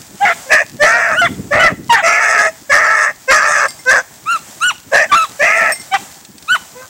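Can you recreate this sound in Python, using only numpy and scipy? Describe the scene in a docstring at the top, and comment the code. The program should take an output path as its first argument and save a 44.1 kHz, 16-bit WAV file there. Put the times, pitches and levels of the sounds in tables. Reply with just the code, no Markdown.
"""One hound bays hoarsely: fold pulses turn rough, a steadier second tone chops them, and resonances ring.
Another hound yelps in high arching calls, sums of harmonics that crack into doubled periods or noisy barks.
Brush rustles, crackles and snaps as filtered noise; collar tags ring as decaying sines.
Low lumpy noise makes a gust, puffs on the microphone and one thump under a loud yelp as the input lurches.
Trees echo the calls and the input flattens the loudest peaks."""
import sys
import numpy as np
from scipy import signal
from scipy.fft import rfft, irfft, next_fast_len
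from scipy.io import wavfile
from scipy.ndimage import uniform_filter1d, map_coordinates

SR = 44100
rng = np.random.default_rng(int(sys.argv[2]) if len(sys.argv) > 2 else 0)


def wav_out(sig):
    """Save sig, one row per channel (or a flat mono array), as 16-bit PCM at SR to the path in sys.argv[1]."""
    wavfile.write(sys.argv[1], SR, np.round(np.clip(np.atleast_2d(sig).T, -1, 1) * 32767).astype(np.int16))


N = 303835
TIME = np.arange(N) / SR
ONSET_POWER = 0.95  # shapes the soft start of the folds
CRACK_S = 0.006  # time a register crack takes


def amp(db):
    """Amplitude of a level in dB."""
    return 10 ** (np.asarray(db) / 20)


def unit(x):
    """x at rms 1."""
    return x / np.sqrt(np.mean(x ** 2) + 1e-20)


def even(x, size=900):
    """x held near rms 1 from moment to moment; size in samples."""
    power = uniform_filter1d(uniform_filter1d(x * x, size), size // 2)
    return x / np.sqrt(np.abs(power) + 1e-12)


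def along(points, hz):
    """(Hz, value) points interpolated on a log frequency axis."""
    f, v = np.transpose(points)
    return np.interp(np.log(hz + 1), np.log(f + 1), v)


def wobble(n, rate):
    """A smooth random curve, rate knots a second."""
    knots = rng.standard_normal(8192)
    return map_coordinates(knots, [np.arange(n) * rate / SR], mode="wrap")


def filtered(x, response):
    """x times a complex response of frequency."""
    m = next_fast_len(len(x) + 4096)
    return irfft(rfft(x, m) * response(np.fft.rfftfreq(m, 1 / SR)), m)[:len(x)]


def resonance(f, hz, width):
    """A steep causal resonance: one pole pair applied twice."""
    return (1j * f * width / (hz * hz - f * f + 1j * f * width)) ** 2


def noise(spectrum):
    """Coloured noise of rms 1."""
    return unit(filtered(rng.standard_normal(N), lambda f: amp(along(spectrum, f))))


def cycles(hz):
    """Phase of an oscillator."""
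    return 2 * np.pi * np.cumsum(hz) / SR


def span(start, length):
    """The samples of a call and the time since its start."""
    at = np.flatnonzero((TIME >= start) & (TIME <= start + length))
    return at, TIME[at] - start


def ramp(t, length):
    """A smooth step from 0 to 1 that takes length seconds."""
    return np.sin(np.pi / 2 * np.clip(t / length, 0, 1)) ** 2


def passband(f, notch_hz=950, notch_depth=0.057, notch_width_hz=110, top_hz=2850):
    """The throat passes a steep-sided band, with an antiresonance above its lowest peak."""
    notch = 1 - notch_depth / (1 + ((f - notch_hz) / notch_width_hz) ** 2)
    return notch / (1 + (f / top_hz) ** 24) / (1 + (430 / (f + 1)) ** 8)


def sliding(source, stretch, response, count=7):
    """Resonances that slide by the factor stretch: a cross-fade between fixed shapes, held at rms 1."""
    sizes = np.linspace(stretch.min() * .99, stretch.max() * 1.01, count)
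    total = 0
    for size, share in zip(sizes, np.eye(count)):
        ring = filtered(source, lambda f: response(f / size))
        total = total + np.interp(stretch, sizes, share) * ring
    return even(total)


def bay(beat, trim_db=-1.5, jitter=.072, shimmer=0.63, coupling=0.674, muzzle_db=-17,
        jaw_rise=0.058, jaw_waver=0.036, flutter_db=3.0, count=18):
    """Fold pulses turn chaotic, are chopped by the second tone and ring the throat's resonances."""
    # bays: start_s, length_s, attack_s, release_s, level_db (before trim), push_db, first_hz, top_hz (before sag),
    # clean_s, roughness (clipped to 1), throat_db, mouth_db, lips_db, rasp_db (relative), widest_after_s,
    # main_resonance_wide_hz, main_resonance_end_hz
    bay_calls = [(0.455, 0.057, 0.015, 0.0096, -32.5, 1, 568.5, 574, .040, .3, -2, -4, -18, -2, .02, 1750, 1750),
                 (0.484, .160, 0.048, .035, -11.5, 12.5, 569.6, 667.3, 0.0055, 1, -13, -15, -10.5, -3.5, 0.079, 1780, 1750),
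                 (0.785, 0.41, 0.04, 0.057, -12.5, 12, 564.6, 688.6, 0.028, 0.9, -6.5, -6, -15, -1.5, 0.04, 1850, 1674),
                 (1.504, 0.25, 0.022, 0.12, -8.5, 1.5, 575, 641.7, 0.012, 1.08, -4.5, -2.5, -17, -7.5, 0.075, 1964, 1940),
                 (2.019, .494, 0.022, 0.045, -11, 4.5, 642.8, 703, .001, .9, -8.5, -5.5, -14, 3.5, .13, 2190, 1750),
                 (2.692, 0.44, 0.014, 0.064, -10, 8.5, 566, 629.6, 0.011, 1.01, -13.5, -6, -27, -1, 0.026, 1920, 1730),
                 (3.274, 0.407, 0.02, 0.024, -10.5, 10.5, 515.4, 607.5, 0.0238, 0.89, -11.5, -2, -13.5, 2, 0.041, 1850, 1628),
                 (3.848, 0.18, 0.055, 0.061, -7.5, 5.5, 506.5, 559.8, 0.047, 0.9, -14, -10, -31, 1, 0.086, 1654, 1610),
                 (4.91, 0.17, 0.032, 0.062, -9, 7, 549, 653, 0.0019, 1.07, -10, -14, -14, -2, 0.046, 1820, 1740),
                 (5.389, .357, 0.02, 0.041, -11, 6, 561.4, 683.3, 0.017, 1.05, -9.5, -11, -7, -2.5, 0.12, 1970, 1830),
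                 (6.742, 0.15, 0.046, 0.12, -23.5, -9, 502, 549, 0.0613, 0.36, 13, 26, -3, -3, 0.045, 1730, 1600)]
    # muzzle resonances: center_hz (before sliding), width_hz, relative_db
    muzzle_modes = [(3340, 180, -7), (5020, 420, -2), (5810, 106, 8), (6396, 200, 4), (7580, 375, 0.5),
                    (8750, 1400, -15.5)]
    # throat resonances: center_hz, width_hz
    throat_mode, mouth_mode, main_mode, lips_mode = (651.5, 240), (1305, 344), (1980, 372), (2423, 290)
    push_at_s, push_fade_s = 0.051, 0.042
    squeeze_db, squeeze_lead_s, squeeze_half_s = 1, 0.12, 0.022  # last squeeze of air, lead counted from the end
    pitch_rise_s, pitch_sag_s, pitch_sag = .055, .09, .11  # sag is a share of the pitch
    breakup_s, clean_rough = 0.0206, 0.053
    jaw_swing, jaw_close_s = 0.051, 0.1  # main resonance starts this share low
    shut_s, shut_throat_db = 0.029, 17.5  # a nearly shut muzzle favours the throat
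    clean_mouth_db, mouth_db_per_hz = -21, 0.0066  # a clean voice hardly rings the mouth
    pitch_wander, jaw_wander = .02, 0.035

    def muzzle(f):
        return sum(amp(d) * resonance(f, c, w) for c, w, d in muzzle_modes)

    out = np.zeros(N)
    for (start, length, attack, release, db, push_db, first_hz, top_hz, clean_s, hoarse,
         throat_db, mouth_db, lips_db, rasp_db, widest_s, wide_hz, closed_hz) in bay_calls:
        at, t = span(start, length)
        n, left = len(at), length - t

        push = ramp(t, push_at_s) * np.exp(-np.maximum(t - push_at_s, 0) / push_fade_s)
        squeeze = np.exp(-((left - squeeze_lead_s) / squeeze_half_s) ** 2) * (1 - push)
        force = ramp(t, attack) ** ONSET_POWER * ramp(left, release)
        force = force * amp(db + trim_db + push_db * push + squeeze_db * squeeze)

        hz = top_hz + (first_hz - top_hz) * np.exp(-(t / pitch_rise_s) ** 2)
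        hz = hz * (1 - pitch_sag * np.exp(-left / pitch_sag_s))
        broken = ramp(t - clean_s, breakup_s)
        rough = np.clip(clean_rough + (hoarse - clean_rough) * broken, 0, 1)

        jaw_hz = wide_hz + (closed_hz - wide_hz) * ramp(t - widest_s, jaw_close_s)
        jaw_hz = jaw_hz * (1 - jaw_swing * (1 - ramp(t, widest_s)))
        shut = np.exp(-np.minimum(t, left) / shut_s)
        mouth_db = mouth_db + mouth_db_per_hz * (jaw_hz - closed_hz) * broken + clean_mouth_db * (1 - broken)

        unsteady = 1 + jitter * rough * wobble(n, 420) + pitch_wander * rough * wobble(n, 17)
        phase = cycles(hz * unsteady)
        pulses = unit(sum(np.cos(k * phase) for k in range(1, count)))
        pulses = pulses * (1 + shimmer * rough * wobble(n, 500))
        turbulence = rough * (1 + np.cos(phase)) * rng.standard_normal(n)
        source = (pulses + turbulence) * (1 + coupling * beat[at])

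        low = filtered(source, passband)
        stretch = jaw_hz * (1 + jaw_wander * wobble(n, 15.2)) / main_mode[0]
        voice = sliding(low, stretch, lambda f: resonance(f, *main_mode))
        throat_db = throat_db + shut_throat_db * shut
        for mode, mode_db in ((throat_mode, throat_db), (mouth_mode, mouth_db), (lips_mode, lips_db)):
            # chaos shifts energy between the resonances
            level = amp(mode_db + flutter_db * rough * wobble(n, 43.2))
            voice = voice + level * even(filtered(low, lambda f: resonance(f, *mode)))

        rasp = sliding(source, 1 + jaw_rise * t / length + jaw_waver * wobble(n, 22.28), muzzle)
        rasp_level = amp(muzzle_db + rasp_db + flutter_db * wobble(n, 31.4))
        out[at] += force * (even(voice, size=400) + rasp_level * rasp)
    return out


def drone(jitter=0.01, wander=.02, shimmer_db=2, swell_db=1.5, fade_s=0.021, lead_rad=2.31):
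    """The second tone of the long bays, an arch of pitch: its sound, and its beat that modulates the folds."""
    # second tones: start_s, length_s, end_hz, middle_hz, first_level_db, last_level_db
    drone_calls = [(0.843, .31, 434.2, 468.6, -13, -24.5), (2.059, .42, 429, 437.8, -19.5, -15),
                   (2.734, 0.34, 431.8, 439.3, -18, -18.5), (3.327, .345, 429.9, 430, -19, -21),
                   (5.456, 0.23, 428.2, 437.8, -21.5, -15)]
    # harmonics 1 to 6: relative_db
    drone_harmonics = [-21.5, -11.5, -2, 0, -7.5, -35]
    sound, beat = np.zeros(N), np.zeros(N)
    for start, length, end_hz, mid_hz, first_db, last_db in drone_calls:
        at, t = span(start, length)
        n = len(at)
        db = first_db + (last_db - first_db) * t / length
        fade = ramp(t, fade_s) * ramp(length - t, fade_s)
        hz = end_hz + (mid_hz - end_hz) * np.sin(np.pi * t / length) ** 2
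        phase = cycles(hz * (1 + wander * wobble(n, 20) + jitter * wobble(n, 153.6)))
        tone = np.zeros(n)
        for k, harmonic_db in enumerate(drone_harmonics, 1):
            tone += amp(harmonic_db + shimmer_db * wobble(n, 49.0)) * np.cos(k * phase)
        sound[at] = np.sqrt(2) * fade * amp(db + swell_db * wobble(n, 17.3)) * tone
        beat[at] = fade * np.cos(phase + lead_rad)  # the folds lead by the throat's delay
    return sound, beat


def yelp(jitter=0.08, tremor=0.0045, doubling_db=-2, drop_rough=0.22, drop_doubling=0.53, count=22):
    """A nearly pure tone that glides, holds and drops; pushed hard, it cracks an octave down or into a bark."""
    # yelps: start_s, length_s, attack_s, level_db, overtones_db, first_hz, top_after_s, top_hz,
    # before_drop_hz, last_hz (pitches before the crack factor)
    yelp_calls = [(0.197, .140, 0.041, -8, -11.5, 711, 0.045, 836, 799, 690),
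                  (1.154, 0.13, 0.044, -9, -8, 1308, 0.049, 1502, 1486, 890),
                  (1.589, 0.11, 0.016, -10.5, -8, 1424, 0.027, 1489, 1504, 1130),
                  (1.892, 0.13, 0.013, -5, -3.5, 1082, 0.015, 939, 851, 760),
                  (4.25, 0.13, 0.064, -11.5, -7.5, 1096, 0.073, 1404, 1327, 1100),
                  (4.6, .124, 0.043, -10, -3, 1146, 0.067, 1470, 1454, 665),
                  (5.085, 0.043, 0.033, -20.5, -9.5, 1560, 0.0177, 1550, 1550, 1420),
                  (5.111, 0.15, 0.018, -8, -11.5, 1187, 0.0356, 1166, 1148, 890),
                  (5.907, 0.068, 0.037, -11.5, -3, 733, 0.037, 774, 772.5, 646),
                  (6.473, 0.1, 0.052, -8, -5, 1123, 0.056, 1504, 1492, 757)]
    # throat colour: freq_hz, relative_db
    yelp_colour = [(200, -29), (450, -34), (720, 9.5), (1000, 9), (1400, 0.5), (2000, 3), (2500, -4),
                   (3000, -4), (3600, -7), (4500, -27.5), (7500, -15.5), (11000, -33.5), (16000, -45.5)]
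    # resonance that the open mouth adds: center_hz, half_width_hz
    open_hz, open_width_hz = (1820, 550)
    drop_s, release_s, sag_db_per_s = .03, 0.031, 45
    out = np.zeros(N)
    for start, length, attack, db, slope_db, first_hz, top_s, top_hz, late_hz, last_hz in yelp_calls:
        at, t = span(start, length)
        n = len(at)
        factor, doubling, rough, crack_db, mouth_db = register(start, t)
        climb = np.sin(np.pi / 2 * np.clip(t / top_s, 0, 1))
        hold = ramp(t - top_s, max(length - drop_s - top_s, CRACK_S))
        drop = np.clip(1 - (length - t) / drop_s, 0, 1) ** 1.4
        hz = first_hz + (top_hz - first_hz) * climb + (late_hz - top_hz) * hold + (last_hz - late_hz) * drop
        force = ramp(t, attack) ** ONSET_POWER * np.sqrt(ramp(length - t, release_s))
        force = force * amp(db + crack_db - sag_db_per_s * (t - attack))

        # the slackening folds lose their grip
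        rough = np.clip(rough + drop_rough * drop, 0, 1)
        doubling = doubling + drop_doubling * drop
        hz = factor * hz * (1 + jitter * rough * wobble(n, 478) + tremor * wobble(n, 134.0))
        # slight phase scatter blurs the high overtones but leaves the fundamental sharp
        phase = cycles(hz) + .12 * wobble(n, 700)

        tone = np.zeros(n)
        for half in range(1, count):
            k = half / 2
            # alternating cycles add lines halfway between the harmonics
            size = doubling * amp(doubling_db) if half % 2 else 1
            overtone_db = (slope_db * (1 - rough) + 5.5 * wobble(n, 87)) * (k > 1)
            open_db = mouth_db * np.exp(-((k * hz - open_hz) / open_width_hz) ** 2)
            tone += size * amp(along(yelp_colour, k * hz) + overtone_db + open_db) * np.sin(k * phase)

        breath = (1 + np.cos(phase)) * rng.standard_normal(n)
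        bark = unit(filtered(breath, lambda f: resonance(f, 1650, 790) * passband(f)))
        out[at] += force * even(even(tone, size=400) + rough * bark, size=400)
    return out


def register(start, t, clean_rough=0.027):
    """Pitch factor, doubling, roughness, level and mouth dB through a yelp: nearly clean until it cracks."""
    # cracks: start_s, pitch_factor, period_doubling (0-1), roughness (0-1), level_change_db, mouth_resonance_db
    crack_rows = [(0.220, 0.98, 0.9, 0.04, -1, 0.5), (0.249, 0.88, 0.19, 0.6, 1, 16),
                  (1.214, 0.93, 0.87, 0.12, 3, 11), (1.632, .89, 1, 0.12, 7, 19),
                  (1.921, 1.017, 1, 0.17, 2.5, 11), (1.956, .93, 1, 0.58, -2.5, 9.5),
                  (5.113, 1, 0.13, 0.31, 5, 6), (5.148, 1.15, 0.05, 0.15, 2, -9),
                  (5.182, 1.13, .06, .04, 0.5, -9), (5.936, 1.04, 0.93, 0.23, 4.5, 4)]
    state = np.outer([1, 0, clean_rough, 0, 0], np.ones(len(t)))
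    for s, *new in crack_rows:
        if start <= s <= start + t[-1]:
            state = state + (np.array(new)[:, None] - state) * ramp(start + t - s, CRACK_S)
    return state


def brush(trim_db=-1, crackle_db=-7, spike_db=6, twig_db=-4, snap_t60_s=0.037):
    """Dry grass hisses and crackles around the dogs' legs; now and then a twig snaps."""
    # rustle as the dogs push through: time_s, level_db (before trim)
    rustle_points = [(0.05, -38.5), (0.37, -33), (0.72, -42), (1.42, -38.5), (1.82, -44), (2.6, -41),
                     (3.2, -41.5), (3.78, -38), (4.08, -40.5), (4.45, -37), (4.85, -40.5), (5.35, -35),
                     (6.06, -34.5), (6.3, -44), (6.62, -37), (6.87, -40.5)]
    # rustle spectrum: freq_hz, relative_db_per_hz
    leaf_spectrum = [(180, -55), (300, -5), (511, -1.5), (614, 3.5), (856, 3.5), (1140, -1.5), (1690, 0.5),
                     (2880, -6), (3190, -3.5), (4090, -6), (7690, 2.5), (10200, -10), (16000, -11)]
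    # snaps: start_s, level_db (before twig_db)
    twig_snaps = [(0.9836, -42), (4.832, -36.5), (5.3817, -36), (6.2495, -25.5), (6.3817, -27.5),
                  (6.4249, -27.5)]
    snap_spectrum = [(600, 5), (2000, 10), (4200, 18), (9000, 13.5), (16000, -33)]  # freq_hz, relative_db

    db = np.interp(TIME, *np.transpose(rustle_points))
    stems = rng.standard_normal(N) * (rng.random(N) < 600 / SR)  # about 600 a second
    stems = stems * amp(spike_db * rng.standard_normal(N).clip(-2, 2) + 4.8 * wobble(N, 18))
    crackle = unit(filtered(stems, lambda f: resonance(f, 5100, 5900)))
    sway = amp(1.4 * wobble(N, 14))
    rustle = amp(db + trim_db) * (sway * noise(leaf_spectrum) + amp(crackle_db) * crackle)

    snaps = np.zeros(N)
    for s, snap_db in twig_snaps:
        snaps += amp(snap_db + twig_db - 60 * np.abs(TIME - s) / snap_t60_s) * (TIME >= s)
    return rustle + snaps * noise(snap_spectrum)


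def tags(softness_db=26):
    """Two metal tags ring as decaying modes; a softer touch weakens the higher ones."""
    # strikes: start_s, brass_db, steel_db, hardness (0-1)
    tag_strikes = [(.64, -51, -60, 0.1), (1.775, -47, -60, 0), (3.684, -25, -15, 0.07),
                   (3.744, -49, -47.5, .2), (3.792, -31, -42, 0), (5.722, -20, -47, 0.4),
                   (5.758, -23, -64, 0), (5.798, -24.5, -60, 0)]
    # brass tag modes: freq_hz, relative_db, t60_s
    brass_modes = [(2090, -4, 0.15), (5430, 14, 0.12), (8380, 23, 0.12), (8840, 17, 0.12),
                   (13770, 19, 0.076), (14700, -5, 0.058)]
    # steel tag modes: freq_hz, relative_db, t60_s
    steel_modes = [(4770, 2, 0.21), (7540, 10, 0.21), (9100, 11.5, 0.1)]
    out, t = np.zeros(N + SR), np.arange(SR // 3) / SR
    for s, brass_db, steel_db, hard in tag_strikes:
        for modes, db in ((brass_modes, brass_db), (steel_modes, steel_db)):
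            for hz, mode_db, t60 in modes:
                # softness_db is the loss per two octaves at hardness 0
                dull_db = softness_db * (1 - hard) * np.log2(hz / brass_modes[0][0]) / 2
                decay = amp(db + mode_db - dull_db - 60 * t / t60)
                out[round(s * SR):][:len(t)] += decay * np.sin(2 * np.pi * hz * t)
    return out[:N]


def low_bursts(buffet_trim_db=-1, lump_db=5, eddy_db=-37, burst_half_s=0.026):
    """Lumpy low noise: wind buffets the microphone, slow air rumbling deeper; one thump is the input's lurch."""
    # gust: time_s, strength_db
    gust_points = [(0, -40.5), (0.5, -41), (1.0, -39.5), (1.25, -26.5), (1.31, -20.5), (1.45, -25),
                   (1.76, -23), (1.87, -27), (2.05, -46)]
    # short bursts: peak_at_s, peak_strength_db; all are puffs on the microphone except the one at 5.14 s,
    # a low thump under the loud yelp as the overdriven input lurches
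    burst_rows = [(0.75, -34.5), (2.62, -49), (5.14, -31), (5.83, -43), (6.02, -36.5)]
    # buffet spectrum: freq_hz, relative_db_per_hz
    buffet_spectrum = [(15, -72), (25, -52), (74, -6), (194, -1), (291, -3.5), (424, -12.5), (644, -27),
                       (700, -36), (910, -58), (1540, -120)]
    # deeper rumble of slow air: freq_hz, relative_db_per_hz
    eddy_spectrum = [(15, -17), (40, -2.5), (100, 6), (200, -11), (400, -28), (900, -80)]

    def lumpy(spectrum):
        return unit(noise(spectrum) * amp(lump_db * wobble(N, 40)))

    strength = amp(np.interp(TIME, *np.transpose(gust_points)))
    for s, db in burst_rows:
        strength = strength + amp(db) * np.exp(-((TIME - s) / burst_half_s) ** 2)
    buffet = amp(buffet_trim_db) * strength * lumpy(buffet_spectrum)
    return buffet + amp(eddy_db) * np.sqrt(strength) * lumpy(eddy_spectrum)


def woods(x, near_db=-21, near_t60_s=0.08, far_db=-31):
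    """Nearby stems scatter the calls briefly; trunks echo and the trees behind return a faint tail."""
    # far decay: freq_hz, t60_s
    far_decay = [(200, 0.48), (1500, 0.64), (5000, 0.21), (12000, 0.97)]
    # single echoes: delay_s (after the 5 ms gap), level_db (before echo colour)
    trunk_echoes = [(.031, -49), (.052, -36), (.083, -39), (.135, -55.5)]
    # echo colour, leaves scatter treble best: freq_hz, gain_db
    echo_colour = [(300, -15), (850, 6), (1450, -5), (2200, 4), (4000, 16.5), (8000, 3), (15000, 22)]
    hz, t, z = signal.stft(rng.standard_normal(SR), SR, nperseg=256)
    far = signal.istft(z * amp(-60 * t / along(far_decay, hz)[:, None]), SR, nperseg=256)[1]
    near = rng.standard_normal(len(far)) * amp(-60 * np.arange(len(far)) / SR / near_t60_s)
    tail = amp(far_db) * far / np.linalg.norm(far) + amp(near_db) * near / np.linalg.norm(near)
    for delay, db in trunk_echoes:
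        tail[round(delay * SR)] += amp(db)
    tail = np.pad(tail, (SR // 200, 0))  # 5 ms gap
    tail = filtered(tail, lambda f: amp(along(echo_colour, f)))
    return signal.fftconvolve(x, tail)[:N]


def hiss(level_db=-52):
    """The microphone's own steady high hiss."""
    return amp(level_db) * noise([(2000, -6), (9000, -36), (13000, 3), (15800, 17), (16500, -30)])


def scene(yelp_far_db=3):
    """Both hounds in the brush; the yelping one is deeper among the trees and echoes more."""
    second_tone, beat = drone()
    baying = second_tone + bay(beat)
    yelping = yelp()
    echoes = woods(baying + amp(yelp_far_db) * yelping)
    return (baying + yelping + echoes + tags() + brush() + low_bursts() + hiss())[None]


def record(dry, ceiling=0.71, knee=7, top_hz=15850):
    """The input stage flattens the loudest peaks; nothing passes above the band limit."""
    x = dry[0] / (1 + np.abs(dry[0] / ceiling) ** knee) ** (1 / knee)
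    return filtered(x, lambda f: f < top_hz)[None]


dry = scene()
out = record(dry)
wav_out(out)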